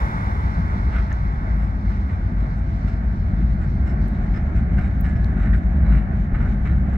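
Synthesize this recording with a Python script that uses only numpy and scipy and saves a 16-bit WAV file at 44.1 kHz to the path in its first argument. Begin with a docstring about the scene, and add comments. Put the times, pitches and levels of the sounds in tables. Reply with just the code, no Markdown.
"""A deep diesel throb slowly swells over a roar of fans: locomotives creep through a rail yard across a road.
Unequal cylinders sound low tones and every firing puffs gas from the stack; a wheel flange sings briefly.
A pickup that has just passed fades away to the left; its tyres hiss on grit and throw one clicking stone.
Soft, gritty scuffs and a few small ticks sound close to the two microphone ports of a hand-held phone."""
import sys
import numpy as np
from scipy import signal
from scipy.fft import rfft, irfft, next_fast_len
from scipy.io import wavfile
from scipy.ndimage import uniform_filter1d, map_coordinates

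SR = 44100
rng = np.random.default_rng(int(sys.argv[2]) if len(sys.argv) > 2 else 0)


def to_wav(s):
    """Save 16-bit WAV."""
    ch = np.atleast_2d(s).T  # columns
    pcm = np.round(np.clip(ch, -1, 1) * 32767)  # PCM
    wavfile.write(sys.argv[1], SR, pcm.astype(np.int16))


N = 307377
TIME = np.arange(N) / SR
SIZE = next_fast_len(N + 8192, True)
FREQ = np.maximum(np.arange(SIZE // 2 + 1) * SR / SIZE, 1)
PORT_LAG_S = 0.00055  # travel time from one port to the other

# the strongest exhaust swells: top_s, length_s, throb_lift_db, bark_lift_db, pitch_hz
SWELLS = [(0.04, 0.038, 8.5, -10, 60), (0.457, 0.077, 4.5, 2, 62), (0.596, 0.054, 2, 6.5, 56),
          (0.879, .07, 4, 1.5, 63), (0.991, .09, 6, 0, 59), (1.197, 0.09, 2, -4, 52),
          (1.581, .18, 4, -1.5, 55), (1.876, 0.085, 3, 1.5, 54), (2.395, 0.11, 4, 1.5, 51),
          (2.63, 0.091, 2.5, -2, 55.7), (2.875, .08, 3, 0.5, 55), (3.049, .12, 3, 0, 57),
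          (3.411, 0.078, 1.5, 6.5, 55), (3.49, 0.1, 5.5, -1, 56), (3.855, .14, 3, 1.5, 62),
          (4.014, 0.072, 3, 3.5, 54), (4.313, 0.055, 3.5, 0.5, 52), (4.663, 0.14, 3, 2, 68),
          (4.775, 0.11, 3.5, 3.5, 55), (4.952, 0.14, 2.5, -1, 66), (5.267, .08, 2, 2, 59),
          (5.441, 0.15, 3, 3.5, 49), (5.553, 0.15, 4, 3, 56), (5.68, .08, 3.5, -2, 51),
          (5.798, 0.1, 4.5, 0, 69), (5.936, 0.13, 7.5, 2, 55), (6.199, .1, 2, 0, 50),
          (6.474, .12, 2, 2, 48), (6.619, 0.09, 3.5, -3, 66), (6.719, 0.072, 4, 3, 65)]


def undb(db):
    """Decibels to gain."""
    return 10 ** (np.asarray(db) / 20)


def unit(x):
    """Scale to rms 1."""
    return x / np.sqrt(np.mean(x ** 2))


def curves(rows):
    """Automation lanes: each column after the first, joined by straight lines in time."""
    times, *columns = np.transpose(rows)
    return [np.interp(TIME, times, column) for column in columns]


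def step(at_s, span_s):
    """A smooth change from 0 to 1 around at_s."""
    return (1 + np.tanh((TIME - at_s) / span_s)) / 2


def swell(at_s, length_s):
    """A smooth rise from 0 to 1 and back."""
    return np.exp(-(2 * (TIME - at_s) / length_s) ** 2)


def walk(rate_hz):
    """A random modulator of rms 1: sample and hold, slewed twice."""
    hold = max(int(SR / rate_hz), 1)
    held = np.repeat(rng.standard_normal(N // hold + 2), hold)
    return unit(uniform_filter1d(uniform_filter1d(held, hold), hold)[:N])


def response(points):
    """An EQ curve through points of freq_hz, level_db."""
    hz, db = np.transpose(points)
    return undb(np.interp(np.log(FREQ), np.log(hz), db))


def resonances(rows):
    """An EQ curve of bells from rows of centre_hz, width_hz, gain_db."""
    return undb(sum(db / (1 + (2 * (FREQ - hz) / width) ** 2) for hz, width, db in rows))


def filtered(x, gain):
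    """Apply a frequency response."""
    return irfft(rfft(x, SIZE) * gain, SIZE)[..., :N]


def driven(x, db, span_s):
    """Ride the gain so that the level of x, taken over span_s, follows a curve."""
    power = uniform_filter1d(x ** 2, int(span_s * SR))
    return x * undb(db) / np.sqrt(uniform_filter1d(power, int(span_s * SR / 2)))


def grains(per_s, spread_db):
    """Tiny clicks at random moments, many weak and a few strong."""
    sizes = undb(spread_db * np.minimum(rng.exponential(size=N), 4))
    return (rng.random(N) < per_s / SR) * rng.choice([-1, 1], N) * sizes


def airborne(gain, lag_s, scatter_db, shadow_hz=5000):
    """Stereo noise: a direct wave that reaches the left port lag_s late, plus scatter from all sides."""
    direct, mid, side = rfft(rng.standard_normal((3, SIZE))) * gain
    sign = np.array([[1], [-1]])
    alike = np.sinc(2 * FREQ * PORT_LAG_S)  # long waves meet both ports in step
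    scattered = mid * np.sqrt((1 + alike) / 2) + sign * side * np.sqrt((1 - alike) / 2)
    # hand and phone scatter the short waves
    direct_share = 1 / (1 + undb(2 * scatter_db) + (FREQ / shadow_hz) ** 4)
    wave = irfft(direct * np.sqrt(direct_share), SIZE)
    ports = [map_coordinates(wave, [(TIME - delay_s) * SR], order=3, mode="grid-wrap")
             for delay_s in (lag_s / 2, -lag_s / 2)]
    return unit(ports + irfft(scattered * np.sqrt(1 - direct_share), SIZE)[:, :N])


def road_grit(swell_db=3.0, grain_db=1.0):
    """A faint, bright hiss of grit under the departing tyres comes and goes, far to the left."""
    # tone of the hiss: freq_hz, level_db
    spectrum = [(2500, -26), (3400, -6), (4050, 1.5), (4700, -1.5), (5500, -1), (6500, -15), (8000, -21),
                (10500, -35), (15000, -41)]
    # fader of the hiss: time_s, level_db
    fader = [(0, -70), (1.05, -61), (1.45, -68.5), (3.3, -67.5), (4.4, -69.5), (4.9, -82), (6.97, -81.5)]
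    level_db, = curves(fader)
    hiss = airborne(response(spectrum), lag_s=-0.00048, scatter_db=-1.0, shadow_hz=7000)
    return hiss * undb(level_db + swell_db * walk(16) + grain_db * walk(300))


def falling_grit(start_db=-67, fade_db_per_s=4.5, end_s=1.4, flurry_db=4.0):
    """Fine grit thrown up by the tyres patters back on the road in flurries and dies out."""
    # tone of the patter: freq_hz, level_db
    spectrum = [(1800, -4), (3150, 16), (4500, 3), (5400, 8), (6500, -4), (9000, -2), (11000, -8),
                (13000, -3.5), (14500, -4.5), (16000, -8)]
    spray = unit(filtered(grains(per_s=900, spread_db=4.0), response(spectrum)))
    ports = np.array([spray, np.roll(spray, int(PORT_LAG_S * SR))])
    level_db = start_db - fade_db_per_s * TIME + flurry_db * walk(10)
    return ports * undb(level_db) * (1 - step(end_s, 0.12))


def flange(at_s=5.07, attack_s=0.037, hold_s=0.14, release_s=0.08, pitch_hz=1700, level_db=-47):
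    """A faint, wavering ring of steel wheel on rail swells, holds and dies away."""
    since = TIME - at_s
    envelope = np.exp(np.minimum(since, 0) / attack_s - np.maximum(since - hold_s, 0) / release_s)
    wavering_hz = pitch_hz * (1 + 0.0045 * walk(60))
    return unit(np.sin(2 * np.pi * np.cumsum(wavering_hz) / SR)) * envelope * undb(level_db)


def ticks(decay_s=0.0006, fizz_s=0.035, rattle_db=-19):
    """Tiny hard contacts close by: a strike, a brief rattle and a sliding fizz through one resonance."""
    # contacts: start_s, ring_hz, width_hz, peak_db, left_minus_right_db, fizz_re_rattle_db
    hits = [(.059, 14400, 1500, -51, -2, -19), (.357, 14000, 1800, -55, 1, -14),
            (.431, 13900, 1500, -54, 0, -16), (1.128, 6300, 450, -38.5, 4, -23),
            (1.259, 14000, 1500, -52, -3, -16), (1.574, 12500, 4000, -49, 2, -4),
            (2.078, 13000, 4000, -51, 0.5, -10.5), (2.56, 12000, 4000, -57, -2, -5),
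            (4.083, 10300, 4500, -40, 3, -15.5), (5.0098, 14450, 800, -29, 5, -35),
            (5.046, 13500, 3000, -44, 4, -29), (5.245, 4100, 650, -35.5, -2, -18)]
    out, t = np.zeros((2, N)), TIME[:8192]
    for start_s, hz, width_hz, peak_db, pan_db, fizz_db in hits:
        envelope = np.exp(-t / decay_s) + undb(fizz_db) * np.exp(-t / fizz_s)
        rattle = rng.standard_normal((2, len(t))) * envelope
        strike = (t == 0) + undb(rattle_db) * rattle
        b, a = signal.iirpeak(hz, hz / width_hz, fs=SR)
        low_cut = signal.butter(2, 0.45 * hz, "high", fs=SR, output="sos")  # small things radiate no bass
        ring = signal.sosfilt(low_cut, signal.lfilter(b, a, strike))
        gains = undb(peak_db + np.array([[pan_db], [-pan_db]]) / 2)
        start = int(start_s * SR)
        out[:, start:start + len(t)] += ring / np.abs(ring).max() * gains
    return out


def scuffs_and_stone(catch_db=0.5, contact_db=4.5, pivot_hz=1800, crackle_hz=3000, ring_width=0.13):
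    """Short, close rubs catch and crackle on tiny grains; a stone thrown by the pickup's tyre clicks once."""
    # broad tone of the contacts: freq_hz, level_db
    spectrum = [(400, -19), (1120, -4.5), (1450, 0.5), (1850, -0.5), (2250, -7), (2750, -19.5),
                (3400, -24.5), (4000, -26.5), (4700, -33.5), (6300, -37.5), (7900, -42), (10000, -56.5),
                (15000, -68)]
    # resonances common to all contacts: centre_hz, width_hz, gain_db
    rings = [(1270, 100, 5.5), (1472, 160, 6), (1780, 60, 5), (2220, 460, 6), (2730, 160, 3.5),
             (2880, 170, 5.5), (3830, 530, 6.5), (4600, 350, -3), (5280, 280, 7), (6400, 260, 0.5),
             (7740, 500, 5.5)]
    # rubs, and the stone's click at 2.213 s: start_s, length_s, gain_db, tilt_db_per_octave, ring_hz, ring_db
    events = [(0.894, 0.14, -41.5, 1, 3370, 8), (0.93, 0.052, -40.5, -3.5, 1450, 4),
              (1.1, 0.031, -41, -1, 1750, 6), (1.578, 0.098, -49.5, 4.5, 5250, 7),
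              (1.882, .07, -47, -0.5, 3700, 9), (2.079, 0.064, -44, 2.5, 3300, 1),
              (2.213, 0.0078, -45, -1.5, 1450, 0), (2.376, 0.1, -51, 4, 4000, 4),
              (2.565, .03, -55, 5.5, 7400, 6), (2.855, 0.085, -46.5, 3, 5200, 7),
              (3.348, 0.11, -49, 1, 3800, 5), (3.604, 0.053, -46.5, -1, 7300, 18),
              (3.851, 0.064, -44, 4.5, 5200, 6), (4.096, 0.07, -51.5, 4, 3800, 8),
              (4.33, 0.059, -41, -0.5, 5200, 12), (4.553, 0.037, -43.5, 2, 7500, 6),
              (4.77, 0.044, -38, 0.5, 2150, 3), (4.807, 0.078, -44.5, 3, 3900, 3),
              (5.039, 0.039, -37.5, 2, 5250, 2), (5.076, 0.066, -53.5, 6, 3300, -1),
              (5.149, 0.033, -47, 1, 5300, 11), (5.361, 0.084, -42, 1.5, 7750, 1),
              (5.426, 0.076, -43, 0, 1500, 5), (5.528, 0.023, -35.5, 0, 1800, 4.5),
              (5.549, 0.045, -49.5, 3, 7800, 2.5), (5.834, 0.088, -45, -0.5, 3900, 6),
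              (5.903, 0.12, -43, 1, 2800, 6), (6.334, 0.05, -41.5, -2, 3800, 4.5),
              (6.382, 0.1, -41, -0.5, 5300, 1.5), (6.647, 0.041, -33.5, -2.8, 7500, 4),
              (6.685, 0.067, -46.5, -2.5, 3900, 6), (6.916, 0.061, -46, 1.5, 7500, 7)]
    body = response(spectrum) * resonances(rings)
    crackle = unit(filtered(grains(per_s=600, spread_db=2.2), body * np.hypot(1, FREQ / crackle_hz)))
    noise = airborne(body, lag_s=0.00003, scatter_db=0.5)
    texture = unit((noise + crackle) * undb(catch_db * walk(130)))
    contact_hz = np.arange(1000, 10000, 130)
    contacts = rng.uniform(-1.4, 1, (len(events), len(contact_hz)))  # a random EQ for each contact
    out = np.zeros((2, N))
    for (start_s, length_s, gain_db, tilt_db, ring_hz, ring_db), contact in zip(events, contacts):
        start = int(start_s * SR)
        piece = texture[:, start:start + 12000]
        count = piece.shape[1]
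        hz = np.maximum(np.arange(count // 2 + 1) * SR / count, 1)
        colour_db = tilt_db * np.maximum(np.log2(hz / pivot_hz), -1)
        colour_db += contact_db * np.interp(hz, contact_hz, contact)
        colour_db += ring_db / (1 + (2 * (hz / ring_hz - 1) / ring_width) ** 2)
        piece = irfft(rfft(piece) * undb(colour_db), count)
        progress = TIME[:count] / length_s
        envelope = np.minimum(progress / 0.27, 1) * np.exp(-np.maximum(progress - 0.7, 0) / 0.44)
        out[:, start:start + count] += piece * envelope * undb(gain_db)
    return out


def fans(whine_hz=664, whine_db=-17, flutter_db=1.43, rasp_hz=2700, rasp_db=2.5, grain_db=1.0):
    """Cooling fans and machinery roar with a hollow hum, an uneven rasp and a faint, unsteady whine."""
    # broad tone of the roar: freq_hz, level_db
    spectrum = [(200, 3.5), (350, 9), (480, -0.6), (620, 7), (800, 4.5), (1030, -5.5), (1550, 2.5),
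                (2250, -7), (2750, -21), (3200, -23), (4100, -26), (5000, -34), (7500, -36), (11000, -60.5)]
    # its resonances and hollows: centre_hz, width_hz, gain_db
    rings = [(556, 42, 0), (730, 42, 3), (990, 55, -3), (1090, 100, 4), (3060, 120, 5), (3250, 260, -4),
             (4120, 300, -0.5), (4550, 300, -4), (6300, 300, 6), (6750, 260, -3.5)]
    # fader of the roar: time_s, level_db
    fader = [(0, -41.5), (1.5, -42), (2.5, -40.7), (3.2, -41), (4, -39.5), (4.7, -38.5), (5.5, -38),
             (6.2, -38.5), (6.97, -38.5)]
    level_db, = curves(fader)
    air = airborne(response(spectrum) * resonances(rings), lag_s=0.00005, scatter_db=8.0)
    body = filtered(air, 1 / (1 + (FREQ / rasp_hz) ** 8))
    roar = body * undb(flutter_db * walk(14))
    rasp = (air - body) * undb(rasp_db * walk(22) + grain_db * walk(260))
    wavering_hz = whine_hz * (1 + 0.01 * walk(25))
    whine = np.sin(2 * np.pi * np.cumsum(wavering_hz) / SR) * undb(6.6 * walk(8))
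    return (roar + rasp + undb(whine_db) * unit(whine)) * undb(level_db)


def pickup(passed_s=-0.58, tyre_db=-33.5, doubling_db=5.5, ease_s=4.4, flutter_db=0.6, air_hz=7000):
    """Tyre noise recedes to the left, weaker with each doubling of distance; the air takes its treble."""
    # broad tone of the tyres: freq_hz, level_db
    spectrum = [(250, -4.5), (500, -7), (680, -5.5), (900, -1), (1200, 0), (1500, -5.5), (1800, -7.5),
                (2150, -8), (2650, -26.5), (3300, -27), (3900, -27.5), (4700, -33), (5400, -30.5),
                (6500, -35.5), (9000, -38), (11000, -43), (15000, -45)]
    # tyre resonances: centre_hz, width_hz, gain_db
    rings = [(863, 81, 4.5), (1500, 190, 5), (2150, 280, 1), (3520, 460, 5.5), (5640, 600, 2.5)]
    since = TIME - passed_s
    level_db = tyre_db - doubling_db * np.log2(since)
    level_db += 0.5 * np.maximum(TIME - ease_s, 0)  # the fade eases towards the end
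    bearing = np.arctan(since / 0.12)
    tone = response(spectrum) * resonances(rings)
    tyres = airborne(tone, lag_s=-0.00044 * np.sin(bearing), scatter_db=-8, shadow_hz=8000)
    shade = undb(-3 / (1 + (2600 / FREQ) ** 6))  # the phone shades the right port
    tyres = filtered(tyres, np.array([np.ones(len(FREQ)), shade]))
    hiss = filtered(tyres, 1 / (1 + (air_hz / FREQ) ** 4))
    treble_gain = undb(0.7 * (level_db - level_db[0]))
    return (tyres + hiss * (treble_gain - 1)) * undb(level_db + flutter_db * walk(16))


def drone(waver_db=1.5, octave_db=-17):
    """The sustained firing note of one locomotive, sagging slightly as its engine slows."""
    # path of the note, its level against the rush of gas: time_s, pitch_hz, level_db
    path = [(0, 70, -9.5), (2.4, 70.14, -9.5), (3.2, 70.6, -6.5), (3.9, 69.97, -2.5), (4.25, 69.37, -14.5),
            (4.8, 68.83, 0.5), (5.2, 68.85, -2.5), (5.8, 68.1, -2), (6.2, 67.58, -10.5), (6.65, 66.78, 4),
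            (6.97, 65.4, 0.5)]
    pitch_hz, level_db = curves(path)
    phase = 2 * np.pi * np.cumsum(pitch_hz) / SR
    note = unit(np.sin(phase) + undb(octave_db) * np.sin(2 * phase))
    return note * undb(level_db + waver_db * walk(7.8))


def firing_notes(note_db=4.5, linger=1.4):
    """At each swell a low firing note stands out of the gas; the stronger the swell, the purer it is."""
    notes = np.zeros(N)
    for top_s, length_s, lift_db, _, pitch_hz in SWELLS:
        note = np.sin(2 * np.pi * pitch_hz * TIME + rng.uniform(0, 2 * np.pi))
        notes += swell(top_s, length_s * linger) * undb(note_db + lift_db) * note
    return notes


def engine_orders(cycle_phase, nearness, waver_db=3.0, drift_rad=0.51):
    """Unequal cylinders sound multiples of the working cycle, wavering as several engines beat."""
    # balance of the strongest orders: cycle_multiple, far_db, near_db
    orders = [(4, -18.5, -24), (5, -16.5, -17), (8, -6, 0.5), (9, -5.5, -5.5), (10, -1.5, -12),
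              (15, -2.5, -10), (20, -11.5, -20.5), (23, -18.5, -18), (24, -12.5, -16.5), (26, -15.5, -17.5),
              (28, -20, -13.5), (31, -17.5, -11), (33, -17, -12.5), (35, -12, -19), (42, -33.5, -22)]
    tones = np.zeros(N)
    for multiple, far_db, near_db in orders:
        level_db = far_db + nearness * (near_db - far_db) + waver_db * walk(2.97)
        phase = multiple * cycle_phase + rng.uniform(0, 2 * np.pi) + drift_rad * walk(2.494)
        tones += undb(level_db) * np.sin(phase)
    return unit(tones)


def exhaust_levels(nearness, throb_far_db=-23.5, bark_far_db=-29.0, chug_db=1.3, lull_db=-4):
    """Faders for throb and bark: both rise with nearness and move at each swell; the throb also chugs."""
    opening_lull = lull_db * (1 - step(0.24, 0.02))
    throb_db = throb_far_db + 3 * nearness + opening_lull + chug_db * walk(22)
    bark_db = bark_far_db + 5 * nearness
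    for top_s, length_s, throb_lift_db, bark_lift_db, _ in SWELLS:
        lift = swell(top_s, length_s)
        throb_db += throb_lift_db * lift
        bark_db += bark_lift_db * lift
    return throb_db, bark_db


def exhaust(cycle_hz=6.12, firing_order=9, puff_depth=0.32, orders_db=-2.0, split_hz=88):
    """Each firing puffs turbulent gas from the stack: a deep throb with a hollow bark above it."""
    # the train creeping closer: time_s, nearness_0_to_1
    approach = [(0, 0.26), (2.1, 0.2), (3.3, 0.58), (4.7, 0.72), (6.97, 1)]
    # tone of the exhaust stack: freq_hz, level_db
    stack = [(18, -33.5), (28, -17), (40, -5), (52, 0), (66, -8), (80, -4.5), (100, -6.5), (130, -12),
             (195, -12), (240, -18), (310, -26.5), (420, -38.5), (600, -66.5), (1000, -98)]
    nearness, = curves(approach)
    cycle_phase = 2 * np.pi * np.cumsum(cycle_hz * (1 + 0.003 * walk(1.216))) / SR
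    tones = engine_orders(cycle_phase, nearness)
    puffs = rng.standard_normal(N) * (1 + puff_depth * np.cos(firing_order * cycle_phase))
    gas = unit(filtered(puffs, response(stack)))
    throb_db, bark_db = exhaust_levels(nearness)
    tones_db = orders_db + 0.54 * (throb_db - np.mean(throb_db))  # a louder throb has a clearer pitch
    engines = gas + undb(tones_db) * tones + drone() + firing_notes()
    throb = filtered(engines, 1 / (1 + (FREQ / split_hz) ** 10))
    bark = engines - throb
    return driven(throb, throb_db, span_s=0.098) + driven(bark, bark_db, span_s=0.87)


def scene(echo_db=-21, echo_decay_s=0.08):
    """The exhausts sit in the centre, widened by a weak echo off the yard, with the rest around them."""
    engines = exhaust()
    tail = rng.standard_normal(SR // 2) * np.exp(-TIME[:SR // 2] / echo_decay_s)
    echo = unit(filtered(engines, rfft(tail, SIZE))) * np.std(engines) * undb(echo_db)
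    locomotives = engines + np.array([echo, -echo]) + fans()
    return locomotives + pickup() + flange() + road_grit() + falling_grit() + scuffs_and_stone() + ticks()


def record(dry, fade_s=0.003, top_hz=15750):
    """Each port adds its own colour and phase; the ends fade quickly and the top is cut."""
    # colour difference between the ports: freq_hz, left_minus_right_db
    port_colour = [(50, 0.6), (400, 0.1), (800, -1.5), (1300, 0), (1700, -2.5), (2100, -8.5), (2600, 0),
                   (3200, 0.5), (4200, 4), (5200, 1), (6300, 4), (7400, -0.5), (8400, -7.5), (10000, -4.5),
                   (12000, 0.5), (14300, 8.5)]
    # phase turn from the right port's resonance near 2 kHz: freq_hz, left_lead_rad
    port_phase = [(600, 0), (1000, -0.11), (1400, -0.6), (1750, -0.86), (2200, -0.57), (2700, -0.41),
                  (3300, 0.36), (4300, -0.66)]
    hz, lead_rad = np.transpose(port_phase)
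    balance = np.sqrt(response(port_colour)) * np.exp(0.5j * np.interp(FREQ, hz, lead_rad))
    fades = np.minimum(np.minimum(TIME, TIME[::-1]) / fade_s, 1)
    coloured = filtered(dry * fades, np.array([balance, 1 / balance]))
    high_cut = signal.ellip(10, 0.1, 80, top_hz, fs=SR, output="sos")
    return signal.sosfilt(high_cut, coloured)


dry = scene()
out = record(dry)
to_wav(out)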